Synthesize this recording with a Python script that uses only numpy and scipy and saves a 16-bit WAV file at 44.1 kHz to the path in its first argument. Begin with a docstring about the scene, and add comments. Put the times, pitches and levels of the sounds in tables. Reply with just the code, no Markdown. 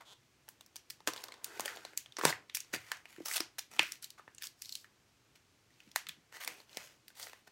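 """A small, quiet room: hands turn a stiff paper envelope close to the microphone and tear at its edge.
Strokes are filtered showers of fibre breaks over a rub; buckling creases are dispersed, scattered pulses.
The paper creaks once as a finger sticks and slips; the moving sheet pushes air in soft low thuds, swells of
filtered noise, and its panel thumps hollowly, some thumps under a loud snap.
A short decaying-noise tail and faint steady noise form the room; a microphone response colours the sum."""
import sys
import numpy as np
from scipy import signal
from scipy.fft import rfft, irfft
from scipy.io import wavfile
from scipy.ndimage import uniform_filter1d

SR = 44100
rng = np.random.default_rng(int(sys.argv[2]) if len(sys.argv) > 2 else 0)


def transcribe(u):
    """Save the signal u as a 16-bit wav file named by the first command-line argument.

    u: samples, shape (n,) or (channels, n), limited to [-1, 1]; the rate is SR.
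    q: integer samples, one column per channel.
    """
    v = np.clip(np.atleast_2d(u).T, -1, 1)
    q = np.round(v * 32767).astype(np.int16)
    wavfile.write(sys.argv[1], SR, q)


N = 331496
TIME = np.arange(N) / SR  # s
HZ = np.arange(N // 2 + 1) * SR / N + 1  # offset by 1 Hz to keep logarithms finite

# Levels of all sources are those ahead of the microphone response.
# Spectrum of the quiet room: (frequency [Hz], relative spectral level [dB])
BACKGROUND_SPECTRUM = [(25, -17), (55, -1), (125, -2.5), (170, -13.5), (550, -25.5), (2400, -23),
                       (6500, -27), (15500, -33.5)]
BACKGROUND_DB = -71.2  # rms level

# Paper slides or tears:
# (time of full force [s], rise [s], fall [s], level at full force [dB],
#  lowest radiated frequency [Hz], panel resonance [Hz])
STROKES = [(0.008, 0.0084, 0.039, -60.5, 590, 1040), (1.081, 0.0045, 0.014, -36.5, 205, 1130),
           (1.11, 0.019, 0.48, -62.5, 270, 1007), (1.17, 0.019, 0.12, -57, 1160, 3900),
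           (1.58, 0.18, 0.44, -57, 216, 1570), (1.658, 0.0092, .009, -35, 376, 2970),
           (1.686, 0.028, 0.081, -52, 690, 1454), (2.187, 0.0039, 0.02, -41, 329, 1130),
           (2.26, .045, 0.075, -37.5, 95.5, 1700), (2.299, 0.017, 0.011, -35, 508, 1600),
           (2.551, 0.0034, 0.0219, -33.5, 2100, 5420), (2.741, 0.016, 0.027, -38.5, 95.5, 1930),
           (2.89, 0.27, 0.16, -62, 706, 2120), (3.099, 0.036, 0.37, -65, 890, 2370),
           (3.273, 0.028, 0.057, -38.5, 643.6, 5300), (3.341, 0.059, 0.045, -37, 1100, 8090),
           (3.362, 0.0079, 0.021, -29.5, 596, 3152), (3.591, 0.0082, 0.003, -36, 754, 3520),
           (3.72, 0.017, 0.14, -57, 100, 2430), (3.825, 0.031, 0.17, -52, 1395, 2200),
           (4.046, 0.03, 0.018, -49.5, 2140, 4320), (4.181, 0.0042, 0.031, -60.5, 800, 1130),
           (4.418, 0.015, 0.052, -57, 1619, 1780), (4.451, 0.024, 0.027, -45, 1500, 5490),
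           (4.728, 0.17, 0.15, -58.5, 3670, 4660), (5.361, 0.013, 0.023, -65.5, 1484, 2990),
           (5.8, 0.13, 0.27, -75.5, 1510, 2545), (6.355, 0.039, .06, -53.5, 546, 1860),
           (6.412, 0.016, 0.049, -46.5, 705, 2070), (6.499, 0.083, 0.17, -57, 120, 2440),
           (6.78, 0.12, 0.22, -60.5, 350, 2530), (6.85, 0.068, 0.032, -58, 1500, 5960),
           (7.215, 0.071, 0.094, -48.5, 564, 4400), (7.301, 0.15, 0.14, -65.5, 410, 2730),
           (7.475, 0.01, 0.011, -59.5, 101, 1760)]

# Treble slope of a stroke at the reference resonance and level, and its growth with each:
# small patches and hard strokes sound brighter
STROKE_HZ, STROKE_DB = 2000, -48
STROKE_SLOPE_DB = -1  # dB per octave
SLOPE_PER_OCTAVE, SLOPE_PER_DB = 3.1, 0.0757  # dB per octave, for each octave and each dB

# Fibre breaks per s in each sound path of a very small patch; one that rings at SPARSE_HZ has half
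PATH_BREAKS_PER_S, SPARSE_HZ = 1450, 1560
RUB_SHARE = .35  # amplitude of the smooth rub against the rms of the breaks
# A tear advances in jerks, with a steady drag between them (energy against the mean of the jerks,
# for a very small patch)
JERKS_PER_S, JERK_S, JERK_SPREAD_DB, DRAG = 220, .0013, 3.7, .3
GLIDE_S = .09  # a stroke that takes longer than this to build up glides more than it jerks

# Reverberant tail: (frequency [Hz], t60 [s], level against the sound sent to the room [dB])
ROOM_BANDS = [(92, 0.25, 5), (218, 0.94, -23), (800, 0.32, -12.5), (1720, 0.25, -5.5), (4930, 0.22, -8),
              (15000, 0.15, -11.5)]

# Small creases: level at STROKE_DB, dB per dB of the stroke, random spread of level and of pitch
CRINKLE_DB, CRINKLE_FOLLOW, CRINKLE_SPREAD_DB, CRINKLE_OCTAVES = -49, .7, 2.5, 0.7

# A finger sticks and slips on the paper: (time [s], slip rate [1/s], level [dB])
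CREAK = [(0.051, 227, -70), (0.064, 410, -66), (0.102, 184, -59), (0.123, 240, -57), (0.136, 500, -63),
         (0.142, 480, -81)]
# Resonances that each slip rings: (frequency [Hz], width [Hz], level [dB])
CREAK_MODES = [(3400, 500, 0), (1100, 900, -10), (6400, 1500, -17)]

# Creases buckle:
# (time [s], level [dB], lowest radiated frequency [Hz], panel resonance [Hz], treble slope [dB/octave])
SNAPS = [(0.482, -58, 500, 900, -5), (0.489, -38.5, 430, 1620, 5.5), (0.61, -49.5, 630, 3400, 1.5),
         (0.663, -53.5, 500, 5500, 5), (0.759, -40.5, 700, 3000, 3), (0.765, -42, 2300, 5500, 0),
         (0.902, -37, 1750, 1660, 4.0), (0.906, -37.5, 1750, 5000, 3), (1.005, -56.5, 490, 870, -4),
         (1.075, -24.5, 200, 1030, 0), (1.136, -38.5, 430, 4240, 1.5), (1.163, -45, 363, 3350, -4.5),
         (1.178, -45.5, 370, 4140, -11), (1.24, -37, 350, 4400, 3.0), (1.285, -49, 290, 3940, -3),
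         (1.322, -46.5, 400, 3680, -4.5), (1.341, -51.5, 302, 3820, -6), (1.445, -29.5, 2395, 9040, 4),
         (1.597, -33.5, 200, 1063, -1), (1.607, -30, 1200, 6500, 8), (1.68, -37.0, 1312, 1830, -4.5),
         (1.762, -48, 380, 755, 0.5), (1.772, -47, 360, 3650, -9), (1.851, -42, 430, 4180, -5),
         (1.976, -24.5, 2000, 6800, 7), (2.061, -51, 630, 3327, -6.0), (2.123, -52, 2300, 3600, -5),
         (2.169, -39, 900, 5200, -8), (2.213, -35.5, 320, 1710, -5.5), (2.237, -32, 250, 1200, -7.5),
         (2.253, -17.5, 105, 950, -1.5), (2.327, -34, 530, 1960, -8.5), (2.498, -47, 1490, 3420, -11.5),
         (2.549, -26, 1820, 5940, 7), (2.571, -30, 1350, 2560, 2.5), (2.605, -37.5, 2420, 6530, 0.5),
         (2.739, -35.5, 110, 2140, -9), (2.918, -31, 570, 1700, -3), (3.056, -49, 400, 2570, -5),
         (3.259, -40.5, 1479, 4790, 2), (3.405, -29, 215.9, 5160, -3), (3.585, -38.5, 620, 1680, 1.5),
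         (3.593, -33.5, 2300, 5500, 2), (3.794, -18.5, 1350, 2500, -8.5), (3.831, -39.5, 450, 640, 1),
         (3.921, -33.5, 2150, 5880, 3.5), (4.026, -44.5, 2640, 10400, -6), (4.044, -37, 2810, 3800, 3),
         (4.105, -45.5, 2800, 4410, 0.5), (4.196, -52, 580, 1270, -13.5), (4.279, -51.5, 231.7, 1690, -12),
         (4.349, -53.5, 2800, 9020, -16.0), (4.383, -48.0, 1610, 7080, -9), (4.423, -35, 2120, 1720, 1.5),
         (4.441, -41.5, 1420, 6370, -4.0), (4.471, -39, 3180, 4620, 2), (4.621, -34, 2400, 5000, 3),
         (4.658, -46, 2650, 4570, -1.5), (4.694, -42, 3180, 4180, -2), (4.725, -38, 3290, 4100, -0.5),
         (4.754, -35.5, 2996, 4340, -0.5), (4.845, -54, 1100, 1800, -7), (5.804, -55, 1300, 2700, -5.5),
         (5.916, -54.5, 2200, 5400, -4), (5.961, -23.5, 674, 1870, 1), (6.069, -44, 1330, 3500, -7.0),
         (6.0885, -36, 1360, 3500, 4), (6.0925, -39.5, 1445, 3520, -9.5), (6.448, -38, 1200, 9580, 2),
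         (6.477, -31, 650, 2170, -0.5), (6.772, -34, 160, 2200, -0.5), (7.082, -44.5, 2000, 4500, 3),
         (7.104, -59, 700, 1600, -3.5), (7.229, -41.5, 2870, 6770, -3), (7.297, -54.5, 314, 2500, -3),
         (7.333, -50.5, 576, 1790, -4.5)]

# Soft low thuds as the moving sheet pushes air: (time [s], level at full swell [dB], centre frequency [Hz])
THUDS = [(1.075, -62, 94), (2.254, -52, 126), (2.744, -58.5, 79), (5.861, -67, 199), (6.074, -67, 165),
         (6.168, -72.5, 195.4)]

# Low hollow thumps of the envelope's panel, some under a loud snap: (time [s], level [dB])
THUMPS = [(3.183, -50.5), (3.205, -44.5), (3.407, -47), (3.795, -39)]
# The hollow body: lowest radiated Hz, resonance Hz, treble slope in dB per octave
BODY_LOW_HZ, BODY_HZ, BODY_SLOPE_DB = 139.2, 340, -10

# Microphone response: (frequency [Hz], gain [dB])
MICROPHONE = [(60, -10.5), (320, 9.5), (500, 9), (1500, 5.5), (3700, 3.5), (6200, 4.5), (8800, 1),
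              (10200, -1), (11800, 0), (15500, -3)]
TOP_HZ = 15800  # upper edge of the passband


def undb(db):
    """Decibel law: twenty decibels are a factor of ten in amplitude."""
    return 10 ** (np.asarray(db) / 20)


def unit(x):
    """Normalisation: scale each row to an rms of one."""
    return x / np.sqrt(np.mean(np.abs(x) ** 2, axis=-1, keepdims=True) + 1e-20)


def add(out, s, x):
    """Superposition: mix the rows of x into out from time s on."""
    i = max(int(s * SR), 0)
    out[:, i:i + x.shape[1]] += x[:, :max(N - i, 0)]


def spectrum_hz(size):
    """Discrete spectrum: the frequencies of a block, offset by 1 Hz to avoid zero."""
    return np.arange(size // 2 + 1) * SR / size + 1


def colour(points):
    """Frequency response: gain at every frequency, interpolated in dB over log frequency."""
    hz, db = np.transpose(points)
    return undb(np.interp(np.log(HZ), np.log(hz), db))


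def causal(gain):
    """Minimum phase: folding the cepstrum makes these gains respond as early as possible."""
    cepstrum = irfft(np.log(gain + 1e-7))
    half = len(cepstrum) // 2
    cepstrum[1:half] *= 2
    cepstrum[half + 1:] = 0
    return np.exp(rfft(cepstrum))


def background():
    """Stationary random noise: white noise shaped into the faint, steady spectrum of the room."""
    noise = rfft(rng.standard_normal(N))
    return undb(BACKGROUND_DB) * unit(irfft(noise * colour(BACKGROUND_SPECTRUM), N))


def panel(hz, low_hz, peak_hz, slope_db, near_db, ring_db,
          around_db=4.5, bump_octaves=0.23, ring_octaves=0.18, order=6):
    """Panel radiation: little bass, a broad resonance with a narrower ringing core, a sloping treble.
    Row 0 goes to the microphone; row 1 goes to the room, where all directions blur the resonance."""
    octaves = np.log2(hz / peak_hz)
    treble = undb(slope_db * np.maximum(octaves, 0))
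    body = treble / np.sqrt(1 + (low_hz / hz) ** order)
    body = body * undb(ring_db / (1 + (octaves / ring_octaves) ** 2))
    bump = 1 / (1 + (octaves / bump_octaves) ** 2)
    # every new bend of the sheet has its own narrow modes, closest together at low pitch
    mode_hz, ripple_db = np.linspace(0, np.sqrt(SR / 2), 70) ** 2, 2.3
    modes = undb(ripple_db * np.interp(hz, mode_hz, rng.standard_normal(len(mode_hz))))
    near = body * undb(near_db * bump) * modes
    around = body * undb(around_db * bump)
    return np.array([causal(unit(near)), causal(unit(around))])


def shower(rate, spread_db, decay_s, size):
    """Shot process: random breaks of uneven strength free energy that dies away; its mean is one."""
    chance = rng.random(size)
    strength = np.minimum(rng.exponential(size=size), 3.5)
    breaks = (chance < rate / SR) * undb(spread_db * strength) ** 2
    energy = signal.lfilter([1], [1, -np.exp(-1 / (decay_s * SR))], breaks)
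    return energy / energy.mean()


def strokes(spread_db=-0.5, scatter_s=0.00075, fold_octaves=.7, fold_db=-1, count=6, size=1024):
    """Friction and fracture: jerks carry showers of fibre breaks and a rub; each fold has its own pitch."""
    out, t = np.zeros((2, N)), TIME[:30000]
    hz = spectrum_hz(size)
    # the folds share the spectrum between them, from large and low to small and high
    centres = np.geomspace(500, 13000, count)[:, None]
    folds = np.exp(-(np.log2(hz / centres) / fold_octaves) ** 2) + .01
    folds = undb(fold_db) * folds / np.linalg.norm(folds, axis=0)
    # one further path: a torn fibre shakes all the folds at once
    paths = [causal(fold) for fold in folds] + [1]
    for top, rise, fall, db, low_hz, peak_hz in STROKES:
        size_slope_db = SLOPE_PER_OCTAVE * np.log2(peak_hz / STROKE_HZ)
        slope_db = STROKE_SLOPE_DB + size_slope_db + SLOPE_PER_DB * (db - STROKE_DB)
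        sparseness = 1 + (SPARSE_HZ / peak_hz) ** 2
        force = np.interp(t, [0, rise, rise + fall], [0, 1, 0])
        # a large patch slides more smoothly than a small one, a gentle pull more than a sudden one
        steady = DRAG * sparseness ** 2 + (rise / GLIDE_S) ** 2
        jerks = np.sqrt(steady + shower(JERKS_PER_S, JERK_SPREAD_DB, JERK_S, size=len(t)))
        sheet = panel(hz, low_hz, peak_hz, slope_db, near_db=8, ring_db=-0.5)
        sound = 0
        for path in paths:
            energy = shower(PATH_BREAKS_PER_S / sparseness, spread_db, scatter_s, size=len(t))
            grain = rng.standard_normal(len(t)) * np.sqrt(energy + RUB_SHARE ** 2)
            fibres = grain * jerks * force
            sound = sound + signal.fftconvolve(fibres[None], irfft(sheet * path))[:, :len(t)]
        add(out, top - rise, undb(db) * unit(sound) * np.sqrt(np.mean(force ** 2)))
    return out


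def room(x, first_s=0.00043, build_s=0.00037, boom_hz=320, boom_t60=0.54, boom_db=-13, size=32768):
    """Reverberation: dense noise decays at a rate set by frequency, beside one low room resonance."""
    t, tail = TIME[:size], 0
    log_hz = np.log(spectrum_hz(size))
    noise = rfft(rng.standard_normal(size))
    onset = 1 - np.exp(-np.maximum(t - first_s, 0) / build_s)
    centres = np.log(np.array(ROOM_BANDS)[:, 0])
    for share, (_, t60, db) in zip(np.eye(len(ROOM_BANDS)), ROOM_BANDS):
        fade = onset * np.exp(-np.log(1000) * t / t60)
        band = irfft(noise * np.interp(log_hz, centres, share))
        tail = tail + undb(db) * band * fade / np.linalg.norm(fade)
    ring = np.exp(-np.log(1000) * t / boom_t60)
    boom = undb(boom_db) * 2 * ring / ring.sum() * np.sin(2 * np.pi * boom_hz * t)
    return signal.fftconvolve(x, tail + boom)[:N]


def crinkles(peak_hz=3000, slope_db=-4, count=70):
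    """Random buckling: small creases give while the paper moves; longer strokes shed more of them."""
    top, rise, fall, db, low_hz, _ = np.transpose(STROKES)
    share = np.cumsum(rise + fall) / np.sum(rise + fall)
    rows = []
    for k in np.searchsorted(share, (np.arange(count) + .5) / count):
        s = top[k] + rng.triangular(-rise[k], 0, fall[k])
        strength, pitch = rng.standard_normal(2)
        level_db = CRINKLE_DB + CRINKLE_FOLLOW * (db[k] - STROKE_DB) + CRINKLE_SPREAD_DB * strength
        rows.append((s, level_db, low_hz[k], peak_hz * 2 ** (CRINKLE_OCTAVES * pitch), slope_db))
    return rows


def creak(uneven=0.1):
    """Stick-slip friction: a short run of nearly regular slips, each ringing the taut paper."""
    s, rate, db = np.transpose(CREAK)
    wander = 1 + uneven * unit(uniform_filter1d(rng.standard_normal(N), SR // 200))
    cycles = np.cumsum(np.interp(TIME, s, rate) * wander) / SR
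    slips = np.diff(np.floor(cycles), prepend=0)
    body = sum(undb(g) / (1 + 1j * (HZ ** 2 - f ** 2) / (HZ * width)) for f, width, g in CREAK_MODES)
    level = np.interp(TIME, s, undb(db), 0, 0)
    return unit(irfft(rfft(slips) * body, N)) * level


def snaps(rows, scatter_hz=700, scatter_s=0.00074, bend_s=0.000893, give_db=-25, flip_db=-17, size=2048):
    """Dispersion and scattering: each buckle is a pulse that spreads in the sheet and off its folds."""
    lead_s = .008  # room ahead of the pulse
    span = .002 * SR  # samples over which the level counts
    out, t = np.zeros((2, N)), np.arange(size) / SR - lead_s
    hz = spectrum_hz(size)
    # bending waves are slower at low pitch, so the bass leaves last; the delay is bend_s at 800 Hz
    bending = np.exp(-2j * np.pi * (hz * lead_s + 2 * bend_s * np.sqrt((hz + 200) * 1000)))
    # the fold gives a little before it buckles, then waves bounce between its edges
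    age = np.maximum(t, 0) / scatter_s
    bouncing = age * np.exp(1 - age) + undb(give_db) * np.exp(-np.abs(t) / 0.0045)
    for s, db, low_hz, peak_hz, slope_db in rows:
        echoes = unit(rfft(rng.standard_normal(size) * bouncing))
        # short waves scatter most; a hard buckle flips the whole panel at once, in one clean pop
        scatter = np.sqrt(hz / scatter_hz) / (1 + undb(db - flip_db) ** 2)
        near = (bending + scatter * echoes) / np.sqrt(1 + scatter ** 2)
        # the room collects all directions, which evens out the colour of the scattering
        sheet = panel(hz, low_hz, peak_hz, slope_db, near_db=8.0, ring_db=2.5)
        snap = irfft(np.array([near, bending]) * sheet)
        # start 1 ms early to offset the bending delay
        add(out, s - lead_s - .001, undb(db) * unit(snap) * np.sqrt(span / size))
    return out


def thuds(swell_s=0.0068, octaves=0.53, size=8192):
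    """Air displacement: the moving sheet pushes air in a brief swell of noise around one low pitch."""
    out, age = np.zeros((2, N)), TIME[:size] / swell_s
    hz = spectrum_hz(size)
    swell = age * np.exp(1 - age)
    for s, db, centre_hz in THUDS:
        body = causal(1 / (1 + (np.log2(hz / centre_hz) / octaves) ** 4))
        thud = unit(irfft(rfft(rng.standard_normal(size) * swell) * body))
        add(out, s, undb(db) * thud[None] * np.sqrt(np.mean(swell ** 2)))
    return out


def thumps():
    """Body resonance: every thump is a pulse with the same hollow resonance and falling treble."""
    return [(s, db, BODY_LOW_HZ, BODY_HZ, BODY_SLOPE_DB) for s, db in THUMPS]


def scene():
    """Superposition: the direct sound of the paper, its room tail and the background."""
    near, around = strokes() + snaps(crinkles()) + creak() + snaps(SNAPS + thumps()) + thuds()
    return (near + room(around) + background())[None]


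def record(dry):
    """Linear filtering: a small microphone colours the sound; an elliptic low-pass cuts the top steeply."""
    heard = irfft(rfft(dry) * causal(colour(MICROPHONE)), N)
    return signal.sosfilt(signal.ellip(10, .2, 70, TOP_HZ, fs=SR, output="sos"), heard)


dry = scene()
out = record(dry)
transcribe(out)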